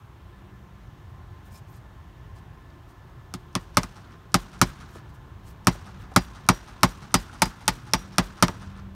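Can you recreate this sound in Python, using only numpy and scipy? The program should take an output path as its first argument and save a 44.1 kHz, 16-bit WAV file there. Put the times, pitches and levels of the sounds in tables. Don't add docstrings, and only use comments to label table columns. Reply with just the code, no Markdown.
import sys
import numpy as np
from scipy import signal
from scipy.io import wavfile
from scipy.ndimage import uniform_filter1d

SR = 44100
rng = np.random.default_rng(int(sys.argv[2]) if len(sys.argv) > 2 else 0)


def voltage_ratio(decibels):
    exponent = np.asarray(decibels, float) / 20
    return 10 ** exponent


def transcribe(signal):
    frames = np.atleast_2d(signal).T
    limited = np.clip(frames, -1, 1)
    pcm = np.round(limited * 32767).astype(np.int16)
    wavfile.write(sys.argv[1], SR, pcm)


N = 394689

# (time [s], crack peak [dB], boards [dB re crack], cavity [dB re crack],
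# contact hardness [dB at 16 kHz])
BLOWS = [(3.3391, -24, -13, -14, 5), (3.5526, -13, -11, -16, -2), (3.7705, -7, -5.5, -17.5, 1.5),
         (3.8328, -24, -9.5, -18, 1), (4.343, -5, -9.5, -17, 2), (4.6146, -4, -8, -17.5, 4),
         (5.6705, -4.5, -9.5, -15, 2), (6.162, -4.5, -7, -14.5, 2.5), (6.4885, -3.5, -7.5, -16, 0),
         (6.8323, -3, -9, -18, 1.5), (7.142, -2.5, -11.5, -21, 3.5), (7.4196, -5, -9.5, -22, 4.5),
         (7.4559, -28.5, -4, -9, 6.5), (7.6795, -5.5, -11, -25.5, 4.5), (7.9354, -5.5, -12.5, -23.5, 1.5),
         (8.183, -4.5, -11.5, -19, -1.5), (8.4252, -4.5, -6.5, -15.5, 2.5), (8.4823, -21, -10, -17, -7.5)]
# (frequency [Hz], level [dB], t60 [s])
CRACK_MODES = [(2440, -9, 0.0063), (3447, -9, .005), (4330, -2.5, 0.0039), (5550, 1.5, .0045),
               (6290, -2, .0035), (7205, -6, .003), (7970, -8, 0.0033), (8880, -2.5, .0035),
               (9910, -4, .0035), (11300, -11, 0.0025), (12900, -18, 0.0045), (14000, -21.5, .004),
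               (15300, -26.5, .004)]
# (frequency [Hz], level [dB], t60 [s])
STUD_BOARD_MODES = [(600.6, -14, 0.092), (801, -10.5, 0.062), (920, -2, 0.028), (1019, 0.5, 0.032),
                    (1076, -4, 0.051), (1254, 6, 0.027), (1337, 7, 0.017), (1530, -3, 0.018),
                    (1908, -24.5, 0.013), (2010, -9, 0.013), (2263, -15.5, 0.022)]
# (frequency [Hz], level [dB], t60 [s])
LOOSE_BOARD_MODES = [(675, -13, .045), (775, -10, .04), (884, 0, .045), (1010, -9, .04), (1095, -7, .045),
                     (1232, -3, .035), (1340, -5, .025), (1640, -10, .03), (1840, -8, .035),
                     (2095, -10, .035), (2250, -9, .035)]
# (frequency [Hz], level [dB], t60 [s])
CAVITY_MODES = [(95, -20, .1), (121.4, -0.5, .065), (178.8, 0, .085), (258.3, -2.5, 0.064),
                (354.3, -11, .085)]
# (frequency [Hz], level [dB], t60 [s])
CLATTER_BANDS = [(441, -16, 0.17), (877, -3, 0.099), (1740, -7, 0.095), (2560, -5.5, 0.061),
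                 (4400, -6.5, 0.075), (6370, -13.5, 0.073), (8600, -9, 0.051), (12000, -21.5, 0.059),
                 (14500, -26.5, .05)]
# (time [s], head level [dB], claw level [dB])
RINGS = [(3.552, -60, -50), (4.343, -51, -39), (4.615, -51, -37), (5.67, -41, -36), (6.162, -41, -30),
         (6.489, -33.5, -36), (6.832, -42, -39), (7.142, -47, -25), (7.42, -43, -24), (7.679, -47, -44),
         (7.935, -35, -32), (8.182, -45, -41), (8.425, -38, -34)]
# (frequency [Hz], level [dB], t60 [s])
HEAD_MODES = [(5652, -1, .14), (5749, 0, .28), (6541, -16, .12)]
# (frequency [Hz], level [dB], t60 [s])
CLAW_MODES = [(4226, -12, .1), (4883, 0, .13), (5114, -8, .14)]
# (time [s], peak level [dB], pitch [Hz])
KNOCKS = [
    (2.7, -56, 3000),
    (4.955, -35.5, 480),
    (5.75, -37, 480),
    (6.116, -37.5, 697),
]
# (delay [s], level [dB])
SLAPS = [(.155, -50.5), (.1752, -47), (.188, -45.5), (.1925, -47), (.1966, -42), (.203, -43.5),
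         (.21, -47.5), (.236, -48.5), (.35, -47)]
# (first return [s], level [dB], t60 [s])
OBSTACLES = [(.035, -43.5, 0.58), (.18, -48.5, .9), (.27, -53.5, .5), (.335, -50, .3), (.43, -57.5, .6)]
# (frequency [Hz], level [dB])
FOLIAGE = [(200, 0), (400, -12), (800, -6), (1300, 2), (2100, -5.5), (3300, -2.5), (5200, 0), (8000, -2),
           (12500, -4.5)]
# (start [s], length [s], level [dB], brightness [dB per octave])
RUBS = [(1.08, .04, -80, 1.5), (1.43, .07, -70, 9), (1.498, .07, -64, 4), (1.538, 0.067, -63.5, -3),
        (1.665, 0.079, -71, 3), (1.72, .075, -66, -2), (2.345, .06, -70, -5), (2.87, .065, -71, 0.5),
        (4.862, .08, -69, 1.5), (4.917, .09, -66.5, -1), (5.08, .04, -74, 1), (5.13, .045, -73, 2.5),
        (5.432, .11, -62.5, 0), (5.98, .065, -68.5, 1), (6.107, .025, -67, -5)]
# (frequency [Hz], width [Hz], level [dB])
RUB_BANDS = [(3600, 3000, -6), (7500, 5900, 1), (13800, 6100, -2.5)]
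# (time [s], frequency [Hz], level [dB])
SQUEAK = [
    (1.505, 4850, -90),
    (1.512, 4900, -66),
    (1.535, 5100, -69),
    (1.565, 5250, -57),
    (1.575, 5250, -90),
]
# (frequency ratio, level [dB])
SQUEAK_PARTIALS = [(.46, -2), (1, 0), (1.12, -9), (1.37, -6)]
# (multiple of the fundamental, level [dB])
DRONE_ORDERS = [(1, -5.5), (2, 1), (3, -15)]
DRONE_SWELLS = [(.55, .3, -54.5), (1.35, .2, -62), (2.2, 0.23, -61), (4.497, .15, -55.5),
                (5.417, 0.14, -55), (6.02, .15, -50.5), (6.38, .12, -52), (6.93, .2, -54.5),
                (8.117, 0.22, -53), (8.784, 0.31, -46)]
# (frequency [Hz], density [dB per Hz])
TRAFFIC_SPECTRUM = [(40, -0.5), (70, 1), (115, 0.5), (170, -8.5), (260, -18.5), (330, -12.5), (480, -23.5),
                    (1000, -18.5), (1800, -27), (2600, -34.5), (3200, -31.5), (4400, -42.5), (6000, -42),
                    (9000, -59)]
# (frequency [Hz], width [Hz], level [dB])
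MACHINE_HUMPS = [(355, 25, -66), (1047, 26, -65.5), (1744, 14, -70), (3670, 20, -83)]
# (time [s], level [dB])
ROAD_SWELL = [(0, -1), (1.5, 0.5), (3.2, 0), (4.2, -0.5), (5.2, 0.5), (6.2, 2), (7.0, 0.5), (7.8, -1),
              (8.6, 1.5), (8.95, -1)]

CLATTER_DB, CLATTER_PER_BOARDS, CLATTER_PER_HARDNESS = -13, 0.46, 0.45
LOOSE_FROM_S, LOOSE_TO_S = 7.3, 8.0
GROUND_S, GROUND_DB, GROUND_HZ = .00905, -15.5, 5000
SHED_S, SHED_HZ, SHED_DB, SHED_T60_S = .188, 828, -42, .16
OBSTACLE_RISE_S, AIR_DB_PER_S_HZ = .012, .0079
RUB_ATTACK, RUB_RELEASE = 0.37, .3


def band(x, hz, width):
    edges = np.clip([hz - width / 2, hz + width / 2], 10, .49 * SR)
    return signal.sosfilt(signal.butter(2, edges, "band", fs=SR, output="sos"), x)


def unit(x):
    return x / np.sqrt(np.mean(x ** 2))


def hiss(count, hz, share):
    return unit(band(rng.standard_normal(count), hz, share * hz))


def walk(rate):
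    hold = int(SR / rate)
    steps = np.repeat(rng.standard_normal(N // hold + 1), hold)
    return unit(uniform_filter1d(uniform_filter1d(steps, hold), hold)[:N])


def ring(modes, t, rise, scatter_db, drift, tilt_db=0, sign=1):
    hz, db, t60 = np.transpose(modes)[:, :, None]
    chance = rng.standard_normal((2, len(modes), 1))
    polarity = sign ** np.arange(len(modes))[:, None]
    swing = -np.sin(2 * np.pi * hz * (1 + drift * chance[0]) * t) * polarity
    db = db + scatter_db * chance[1] + tilt_db * np.log2(hz / hz.mean())
    out = np.sum(voltage_ratio(db - 60 * t / t60) * swing, axis=0) * (1 - np.exp(-t / rise)) ** 2
    return out / np.abs(out).max()


def add(out, s, x):
    i = int(s * SR)
    out[i:i + len(x)] += x[:N - i]


def hammer():
    out, t = np.zeros(N), np.arange(SR // 5) / SR
    rattles = []
    for hz, db, t60 in CLATTER_BANDS:
        noise = hiss(len(BLOWS) * len(t), hz, share=0.55).reshape(len(BLOWS), -1)
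        rattles.append(voltage_ratio(db - 60 * t / t60) * noise)
    onset = 1 - np.exp(-t / 0.00077)
    for k, (s, crack_db, boards_db, cavity_db, hardness_db) in enumerate(BLOWS):
        boards = LOOSE_BOARD_MODES if LOOSE_FROM_S < s < LOOSE_TO_S else STUD_BOARD_MODES
        crack = ring(CRACK_MODES, t[:SR // 50], .00006, 1.8, .015, hardness_db / 2, sign=-1)
        wood = ring(boards, t[:SR // 8], .0007, 1.5, .004)
        boom = ring(CAVITY_MODES, t, .003, .8, .006)
        thump = ring([(45, 0, .16)], t, .004, 0, .03)
        clatter = 0
        for (hz, _, _), rattle in zip(CLATTER_BANDS, rattles):
            clatter = clatter + onset * voltage_ratio(hardness_db / 2 * np.log2(hz / 4000)) * rattle[k]
        clatter_db = CLATTER_DB + CLATTER_PER_BOARDS * boards_db + CLATTER_PER_HARDNESS * hardness_db
        parts = [(0.4, -crack), (boards_db + 0.5, wood), (cavity_db + 6.0, boom),
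                 (clatter_db, clatter), (-27.5, thump)]
        for db, part in parts:
            add(out, s - .00005, voltage_ratio(crack_db + 6.0 + db) * part)
    t = np.arange(SR // 4) / SR
    for s, head_db, claw_db in RINGS:
        head = ring(HEAD_MODES, t, .002, 1.0, .0004)
        claw = ring(CLAW_MODES, t, .002, 1.0, .0004)
        add(out, s, voltage_ratio(head_db) * head + voltage_ratio(claw_db) * claw)
    return out


def knocks():
    out, t = np.zeros(N), np.arange(SR // 8) / SR
    for s, db, hz in KNOCKS:
        bump = voltage_ratio(db - 60 * t / .05) * (1 - np.exp(-t / .002))
        add(out, s, bump * hiss(len(t), hz, share=1.1))
    add(out, 7.2965, voltage_ratio(-36.5) * ring([(1450, 0, .012)], t, .001, 0, 0))
    return out


def yard(dry):
    t = np.arange(SR // 2) / SR
    echo = np.zeros(len(t))
    for delay, db in SLAPS:
        echo[int(delay * SR)] = voltage_ratio(db)
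    echo = signal.lfilter(*signal.butter(2, 11000, fs=SR), echo)
    hum = voltage_ratio(SHED_DB - 32 - 60 * (t - SHED_S) / SHED_T60_S) * np.sin(2 * np.pi * SHED_HZ * t)
    echo += (t > SHED_S) * hum
    delayed = np.roll(dry, int(GROUND_S * SR))
    lawn = signal.lfilter(*signal.butter(1, [500, GROUND_HZ], "band", fs=SR), delayed)
    return dry + voltage_ratio(GROUND_DB) * lawn + signal.fftconvolve(dry, echo)[:N]


def scatter():
    out, t = 0, np.arange(int(.7 * SR)) / SR
    swell = 0
    for s, db, t60 in OBSTACLES:
        late = np.maximum(t - s, 0)
        swell = swell + voltage_ratio(db - 60 * late / t60) * (1 - np.exp(-late / OBSTACLE_RISE_S))
    swell = swell * voltage_ratio(2.2 * walk(200)[:len(t)])
    for hz, db in FOLIAGE:
        power = np.zeros(N)
        lumps_db = 1.9 * walk(70)[:len(t)]
        tail = swell * voltage_ratio(db + lumps_db - t * hz * AIR_DB_PER_S_HZ)
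        for s, crack_db, *_ in BLOWS:
            add(power, s, (voltage_ratio(crack_db) * tail) ** 2)
        out = out + np.sqrt(power) * hiss(N, hz, share=0.49)
    return out


def rubs():
    out = 0
    for hz, width, band_db in RUB_BANDS:
        gain = np.zeros(N)
        for s, length, db, bright_db in RUBS:
            share = np.linspace(0, 1, int(length * SR))
            shape = np.clip(np.minimum(share / RUB_ATTACK, (1 - share) / RUB_RELEASE), 0, 1)
            add(gain, s, voltage_ratio(db + band_db + bright_db * np.log2(hz / 9000)) * shape)
        grain = voltage_ratio(2.5 * walk(120))
        out = out + gain * grain * unit(band(rng.standard_normal(N), hz, width))
    return out


def squeak():
    s, hz, db = np.transpose(SQUEAK)
    t = np.arange(N) / SR
    pitch = np.interp(t, s, hz) * (1 + 0.012 * walk(150))
    phase = 2 * np.pi * np.cumsum(pitch) / SR
    partials = 0
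    for ratio, part_db in SQUEAK_PARTIALS:
        partials = partials + voltage_ratio(part_db - 1 + 3 * walk(70)) * np.sin(ratio * phase)
    return voltage_ratio(np.interp(t, s, db, left=-200, right=-200)) * partials


def drone():
    t = np.arange(N) / SR
    phase = 2 * np.pi * np.cumsum(97 * (1 + 0.0045 * walk(1.7))) / SR
    gain = sum(voltage_ratio(db) * np.exp(-((t - s) / half) ** 2) for s, half, db in DRONE_SWELLS)
    return gain * sum(voltage_ratio(db + 2.2 * walk(2.5)) * np.sin(k * phase) for k, db in DRONE_ORDERS)


def traffic():
    swell_db = np.interp(np.arange(N) / SR, *np.transpose(ROAD_SWELL))
    sway_db = walk(1.5)
    hzs, dbs = np.transpose(TRAFFIC_SPECTRUM)
    out = 0
    for hz in 30 * 2 ** np.arange(0, 9.2, 1 / 3):
        low = 1 / (1 + (hz / 250) ** 2)
        db = np.interp(np.log(hz), np.log(hzs), dbs) + 10 * np.log10(hz)
        db = db + swell_db + low * sway_db + (.8 + 1.2 * low) * walk(6)
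        out = out + voltage_ratio(db) * hiss(N, hz, share=.26)
    humps = sum(voltage_ratio(db) * unit(band(rng.standard_normal(N), hz, width)) for hz, width, db in MACHINE_HUMPS)
    return voltage_ratio(-44.5) * unit(out) + voltage_ratio(swell_db) * humps


def scene():
    blows = yard(hammer() + knocks()) + scatter()
    return (blows + rubs() + squeak() + drone() + traffic())[None]


def low_pass(x):
    return signal.sosfilt(signal.butter(12, 17020, fs=SR, output="sos"), x)


def record(dry):
    x = dry + voltage_ratio(-71.5) * rng.standard_normal(dry.shape)
    port_hz, port_width_hz, port_dip = 10360, 600, 0.68
    x = x - port_dip * signal.lfilter(*signal.iirpeak(port_hz, port_hz / port_width_hz, fs=SR), x)
    x = signal.sosfilt(signal.butter(6, 40, "high", fs=SR, output="sos"), x)
    x = np.clip(x, -.79, .79)
    x = signal.sosfilt(signal.ellip(5, .5, 36, 15500, fs=SR, output="sos"), x)
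    x = signal.sosfilt(signal.ellip(6, .2, 50, 17000, fs=SR, output="sos"), x)
    treble = signal.sosfilt(signal.butter(2, [3800, 11000], "band", fs=SR, output="sos"), x)
    x = x + voltage_ratio(-40.5) * np.roll(treble, -1024) + voltage_ratio(-49.5) * np.roll(treble, -512)
    return low_pass(x)


dry = scene()
out = record(dry)
transcribe(out)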